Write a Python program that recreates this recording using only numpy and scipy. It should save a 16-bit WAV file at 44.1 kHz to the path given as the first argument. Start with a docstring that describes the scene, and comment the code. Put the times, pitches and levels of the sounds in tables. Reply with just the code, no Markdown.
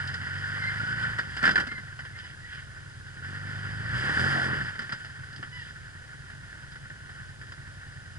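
"""An off-road buggy revs twice and idles in between as it claws at a rock ledge some metres away.
Its two cylinders fire unevenly and make the muffler boom. Stones knock, its belly grinds on the rock,
tyres squeak as they stick and slip, and a far hum wavers. It is all heard through a small camera whose
housing rings, mostly between 1 and 5 kHz, and whose two sound openings (ports) are out of phase."""
import sys
import numpy as np
from scipy import signal
from scipy.fft import rfft, irfft, next_fast_len
from scipy.io import wavfile
from scipy.ndimage import uniform_filter1d

SR = 44100
rng = np.random.default_rng(int(sys.argv[2]) if len(sys.argv) > 2 else 0)


def unload_wav(signal):
    """Save mono or channel-first audio to the path in sys.argv[1] as 16-bit WAV at rate SR, clipped to [-1, 1]."""
    wavfile.write(
        sys.argv[1],
        SR,
        np.round(np.clip(np.atleast_2d(signal).T, -1, 1) * 32767).astype(np.int16),
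    )


N = 360738
TIME = np.arange(N) / SR
SIZE = next_fast_len(N + SR // 4)  # spare room for ringing to die away
BINS_HZ = np.arange(SIZE // 2 + 1) * SR / SIZE


def engine(scatter_db=1.5, jitter_cycles=.007, puff_depth=.2, rumble_db=-4):
    """Two uneven firings a cycle ring the muffler; valves clatter, the throttle roars, tyres grind grit."""
    # engine cycles a second: t/s, f/Hz
    speed = [(0.0, 22.4), (0.25, 22.6), (0.43, 24.0), (0.75, 25.8), (1.0, 29.2), (1.07, 28.5), (1.25, 24.6),
             (1.5, 13.2), (1.7, 10.8), (2.41, 10.7), (3.1, 10.5), (3.25, 23.6), (3.39, 24.6), (3.76, 25.9),
             (3.99, 31.4), (4.275, 47.0), (4.4, 44.5), (4.5, 43.5), (4.71, 22), (4.92, 11.4), (5.1, 10.6),
             (6.2, 10.4), (7.54, 10.5), (8.18, 10.3)]
    # how hard the engine works: t/s, load (0 idling, 1 flat out), exhaust level/dB
    effort = [(0.0, 0.55, -42), (0.48, 0.61, -45), (0.8, 0.73, -41), (1.09, 0.68, -38.5), (1.2, 0.46, -46),
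              (1.4, 0.64, -50), (1.75, 0.15, -47.5), (2.3, 0.11, -51), (3.212, 0.0053, -50.5),
              (3.24, 0.39, -45.5), (3.51, 0.53, -43), (3.87, 0.56, -37.5), (3.96, 0.86, -32.5),
              (4.03, 0.82, -41.5), (4.14, 0.98, -34.5), (4.24, 1, -32.5), (4.43, .95, -41.5),
              (4.51, 0.68, -35.5), (4.62, 0.69, -38), (4.76, 0.36, -52), (5.15, 0.17, -49.5),
              (6.0, 0.015, -50.5), (8.18, 0.014, -51)]
    # second cylinder beside the first: cycle rate/Hz, gain (below 0 the pulse is flipped)
    second_cylinder = [(10, .5), (22, .8), (30, .9), (38, .1), (45, -.4)]
    # strength of the throttle's roar: cycle rate/Hz, relative level/dB
    throttle = [(10.5, -61), (24, -56), (30, -49), (36, -41.5), (47, -37.5)]
    # the muffler's resonances: f/Hz, width/Hz, relative level/dB
    muffler_tones = [(56, 22, -14), (95, 24, -2), (117, 24, -1), (139, 26, 0)]
    second_fires, longer_pipe_s = .432, .0017  # cylinder two: share of the cycle, delay in its longer pipe
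    hz = np.interp(TIME, *np.transpose(speed))
    times, *columns = np.transpose(effort)
    load, exhaust_db = (np.interp(TIME, times, column) for column in columns)
    clatter_db = np.interp(load, (0, .5, 1), (-51, -40, -29))
    grit_db = np.interp(load, (0, .5, 1), (-64, -56, -42))
    roar_db = np.interp(hz, *np.transpose(throttle))
    cycles = np.cumsum(hz) / SR
    count = int(cycles[-1]) + 1
    chance = rng.standard_normal((count, 4))
    slowness = hz.min() / hz  # burning is least even at idle
    pulses = np.zeros(N)
    for k, start in enumerate((0, second_fires)):
        due = np.arange(count) + start
        stray = jitter_cycles * chance[:, k] * np.interp(due, cycles, slowness)
        fire_s = np.interp(due + stray, cycles, TIME) + k * longer_pipe_s
        at = np.minimum(fire_s * SR, N - 1).astype(int)
        strength = np.interp(hz[at], *np.transpose(second_cylinder)) if k else 1
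        pulses[at] += strength * undb(scatter_db * np.sqrt(slowness[at]) * chance[:, 2 + k])
    pulses /= np.sqrt(hz)  # power stays even as firings crowd
    chambers = sum((-1) ** k * undb(db) * ring(f, width) for k, (f, width, db) in enumerate(muffler_tones))
    muffler = chambers * ring(95.4, 63)
    rumble = undb(rumble_db) * np.sqrt(slowness) * unit(shaped(rng.standard_normal(N), muffler))
    exhaust = (unit(shaped(pulses, muffler)) + rumble) * undb(exhaust_db)
    soft_pulses = unit(shaped(pulses, 1 / (1 + 1j * BINS_HZ / 15)))
    puffs = unit(1 + puff_depth * soft_pulses.clip(-1, 3))  # clatter and roar swell with each firing
    clatter = spread(puffs * undb(clatter_db + 1.5 * walk(13) + 1.6 * walk(60)), ring(1450, 1740))
    grit = spread(undb(grit_db + 1.14 * walk(30)), undb(14) * ring(5600, 8300) ** 2)
    tailpipe = ring(205, 130) * ring(240, 600)
    bark_gain = undb(roar_db - 1 + 4.5 * walk(45)) * (1 - slowness)  # firings crack at high revs
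    bark = unit(shaped(pulses, tailpipe)) * bark_gain
    roar = spread(puffs * undb(roar_db), undb(13) * ring(330, 690))
    return exhaust + clatter + bark + roar + grit


def knocks(rise_s=.00086, fall_60db_s=.11, trim_db=-7, tick_db=5, tick_s=.00066):
    """Stone and metal hit rock: a tick and a fading burst of grit over a dull thud of the frame."""
    # blows, with relative levels: t/s, level/dB, thud/dB, bright ring/dB
    blows = [(0.073, -31, -38, -8), (0.14, -25, -26, -15.5), (0.2129, -27.5, -18, -27),
             (1.029, -27, -31, -19), (1.185, -16.5, -42, -23), (1.366, -23.5, -17.5, -16.5),
             (1.4275, -15.5, -20, -24), (1.4382, -9.5, -21.5, -35), (1.4525, -13.5, -34, -20.5),
             (1.4643, -12, -27, -34), (1.4747, -12.5, -17.5, -24), (1.4897, -11, -37, -29),
             (1.5095, -21.5, -9.5, -15), (1.556, -11, -23.5, -24.5), (1.5764, -13.5, -24, -31),
             (1.5997, -15.5, -20.5, -21), (1.668, -23.5, -18.5, -20), (1.714, -26, -14, -25),
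             (1.7785, -28.5, -16, -28), (1.9903, -27.5, -24, -23), (2.0497, -27.5, -26, -46),
             (2.186, -37.5, -28, -12), (2.5476, -32.5, -16, -20), (3.4695, -36, -13, -28),
             (4.192, -17.5, -22, -23), (4.7546, -30, -40, -33), (4.7905, -22.5, -19, -20.5),
             (4.819, -27.5, -20, -19), (4.892, -25.5, -22, -25), (4.9219, -19.5, -22, -19),
             (5.0467, -29.5, -21, -20.5), (5.327, -44, -15, -7), (5.3606, -43, -3.5, -3.5),
             (5.39, -49, 7.5, -16), (5.4266, -24, -22, -38), (6.2984, -33, -23, -36),
             (6.7174, -45.5, -18, -5), (6.755, -33, -33, -33), (6.8973, -33, -18, -31),
             (7.092, -33.5, -34, -37), (7.413, -34.5, -23, -25), (7.467, -37.5, -26, -27),
             (7.5194, -32, -23, -19.5)]
    power = np.zeros((3, N))
    for start, db, thud_db, ring_db in blows:
        span = slice(int(start * SR), int((start + .3) * SR))
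        age = (TIME[span] - start).clip(0)
        blow_db = db + trim_db - 60 * age / fall_60db_s + tick_db * np.exp(-age / tick_s)
        blow = undb(blow_db) * (1 - np.exp(-age / rise_s))
        power[:, span] += np.outer(undb([0, thud_db, ring_db]), blow) ** 2
    grit, thud, bright = np.sqrt(power) * undb(.5 * walk(250))
    frame = spread(thud, undb(29) * ring(191, 173) ** 2)
    return frame + spread(grit, ring(1210, 2500)) + spread(bright, undb(22.5) * ring(5000, 4000) ** 2)


def scrapes():
    """Rough bands of noise swell and fade: the belly grinds, grit scrapes, a short growl."""
    # swells of noise: t/s, length/s, centre f/Hz, width/Hz, relative level/dB
    swells = [(1.406, 0.085, 1470, 3020, -30), (1.423, 0.25, 410, 900, -30.5),
              (2.13, 0.22, 3120, 5000, -43.5), (2.427, 0.23, 2660, 3000, -42.5),
              (4.33, 0.13, 680, 220, -15.5), (5.5, 0.27, 4100, 6000, -43.5)]
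    out, rough = 0, undb(2.57 * walk(65))
    for start, length, hz, width_hz, db in swells:
        swell = np.sin(np.pi * ((TIME - start) / length).clip(0, 1))
        out = out + spread(undb(db) * swell * rough, ring(hz, width_hz) ** 2)
    return out


def squeaks(waver=.011, rasp_db=3.5):
    """Rubber sticks and slips on rock: a short, rough tone that bends in pitch."""
    # slips: t/s, length/s, first f/Hz, middle f/Hz, last f/Hz, level/dB, change to odd harmonics/dB
    slips = [(0.595, .15, 1043, 1039, 1030, -39.5, -31), (.78, 0.36, 651, 752, 742, -52.5, -20),
             (1.686, 0.12, 1057, 1043, 1022, -41.5, -15), (1.985, .045, 996, 995, 990, -61, 3),
             (2.13, .05, 1045, 1040, 1025, -53, -20), (2.22, .06, 997, 997, 995, -64, 12),
             (2.414, 0.079, 984, 970, 990, -55.5, -11), (5.512, 0.12, 952, 1004, 900, -53.5, 4)]
    # harmonics 1 to 5 (multiples of the pitch): relative level/dB
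    harmonics = [-10, 0, -4, -5, -8]
    out = np.zeros(N)
    drift, rough = 1 + waver * walk(220), undb(rasp_db * walk(120))
    for start, length, first_hz, middle_hz, last_hz, db, odd_db in slips:
        span = slice(int(start * SR), int((start + length) * SR))
        progress = (TIME[span] - start).clip(0) / length
        arch = np.sin(np.pi * progress ** .65).clip(0)  # peaks early, droops slowly
        ends_hz = np.where(np.arange(len(arch)) < arch.argmax(), first_hz, last_hz)
        hz = (ends_hz + arch * (middle_hz - ends_hz)) * drift[span]
        phase = 2 * np.pi * np.cumsum(hz) / SR
        tone = sum(undb(level + odd_db * (k % 2)) * np.sin(k * phase) for k, level in enumerate(harmonics, 1))
        out[span] += undb(db) * np.sqrt(arch) * rough[span] * tone
    return out


def hum(sag_s=.4, fade_s=.07, waver_db=2.5):
    """A low tone from far off sags in pitch and wavers in level."""
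    # spells of humming: t/s, length/s, first f/Hz, settled f/Hz, level/dB
    spells = [(1.22, .5, 65.4, 54, -53.5), (2.197, 1.07, 67, 54.4, -65), (5.404, 2.6, 67.9, 55.1, -60)]
    out, waver = 0, undb(waver_db * walk(5))
    for start, length, first_hz, settled_hz, db in spells:
        age = (TIME - start).clip(0)
        fade = np.clip(np.minimum(age, length - age) / fade_s, 0, 1)
        hz = settled_hz + (first_hz - settled_hz) * np.exp(-age / sag_s)
        out = out + fade * undb(db) * np.sqrt(2) * np.sin(2 * np.pi * np.cumsum(hz) / SR)
    return out * waver


def undb(db):
    """Turn a level in dB into a gain."""
    return 10 ** (np.asarray(db) / 20)


def unit(x):
    """Scale x to an average power of 1."""
    return x / np.sqrt(np.mean(x ** 2))


def over_hz(table):
    """Read a table of f/Hz, value at every frequency, on a log axis."""
    hz, value = np.transpose(table)
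    return np.interp(np.log(BINS_HZ + 1), np.log(hz + 1), value)


def shaped(x, gain):
    """Filter x with one gain for each frequency."""
    return irfft(rfft(x, SIZE) * gain, SIZE)[..., :N]


def ring(hz, width):
    """The filter of one resonance, with gain 1 at its centre."""
    damping = 1j * BINS_HZ * width
    return damping / (hz ** 2 - BINS_HZ ** 2 + damping)


def walk(rate):
    """A smooth random wobble of size about 1, with `rate` new values a second."""
    hold = int(SR / rate)
    steps = np.repeat(rng.standard_normal(N // hold + 1), hold)
    return unit(uniform_filter1d(uniform_filter1d(steps, hold), hold)[:N])


def spread(envelope, colour):
    """Filtered noise that follows a loudness curve, partly the same at both ports and partly not."""
    # sound that reaches both ports alike: f/Hz, share of the power
    alike = [(200, 1), (800, 0.79), (1600, 0.95), (2500, 0.98), (3800, 0.96), (4400, 0.71), (5000, 0.98),
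             (6000, 0.67), (10000, 0.6)]
    noise = rfft(envelope * rng.standard_normal((3, N)), SIZE)
    share = np.clip(over_hz(alike), 0, 1)
    ports = np.sqrt(share) * noise[0] + np.sqrt(1 - share) * noise[1:]
    return irfft(colour * ports, SIZE)[:, :N]


def scene():
    """Everything in the open air, at the two ports."""
    return engine() + hum() + knocks() + scrapes() + squeaks()


def record(dry, hiss_db=-52.5, shared_hiss=.29, top_hz=10950):
    """The housing colours the sound, the ports differ, the camera adds hiss and cuts the highest treble."""
    # the housing's broad tone: f/Hz, level/dB
    housing_tone = [(30, 2.5), (300, 1.5), (800, 1.5), (1150, 3.5), (2500, -15.5), (3900, -7), (4250, -11),
                    (6000, -18), (11000, -19)]
    # the housing's resonances: f/Hz, width/Hz, level/dB
    cavities = [(1488.5, 193, 19.5), (1759.5, 372, 18), (3024, 840, 3), (4900, 590, -1),
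                (7600, 1000, -14.5), (9700, 1400, -15.5)]
    # how much louder left is than right: f/Hz, level/dB
    balance = [(100, -.3), (600, -0.5), (2000, -1.5), (2900, -1.5), (3800, -1), (4300, -2.5), (5200, -5.5),
               (5900, 2.5), (9700, -2.5)]
    # how far left runs ahead of right: f/Hz, phase/rad
    left_lead = [(40, -.35), (90, -.6), (180, -.85), (350, -1.4), (600, -2.1), (1700, -1.55), (2500, -1.9),
                 (3200, -1.6), (3960, -2.7), (4650, -.4), (5250, -.8), (5700, -2.), (6100, -1.2),
                 (10500, 0.)]
    # the colour of the hiss: f/Hz, relative level/dB
    hiss_colour = [(100, 16.5), (400, 1), (1000, -5), (3000, -3.5), (6000, -6), (11000, -9.5)]
    ringing = sum(undb(2 * db) * abs(ring(f, width)) ** 4 for f, width, db in cavities)
    power = undb(2 * over_hz(housing_tone)) + ringing
    cepstrum = irfft(np.log(power) / 2, SIZE)
    cepstrum[1:SIZE // 2] *= 2  # folded so the housing rings after a sound, never before
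    cepstrum[SIZE // 2 + 1:] = 0
    housing = np.exp(rfft(cepstrum))
    left = undb(over_hz(balance) / 2) * np.exp(.5j * over_hz(left_lead))
    heard = shaped(dry, housing * np.array([left, 1 / left]))
    noise = rng.standard_normal((3, N))
    hiss = unit(shaped(shared_hiss * noise[0] + noise[1:], undb(over_hz(hiss_colour)))) * undb(hiss_db)
    treble_cut = signal.ellip(12, .2, 60, top_hz, fs=SR, output="sos")
    return signal.sosfilt(treble_cut, heard + hiss)


dry = scene()
out = record(dry)
unload_wav(out)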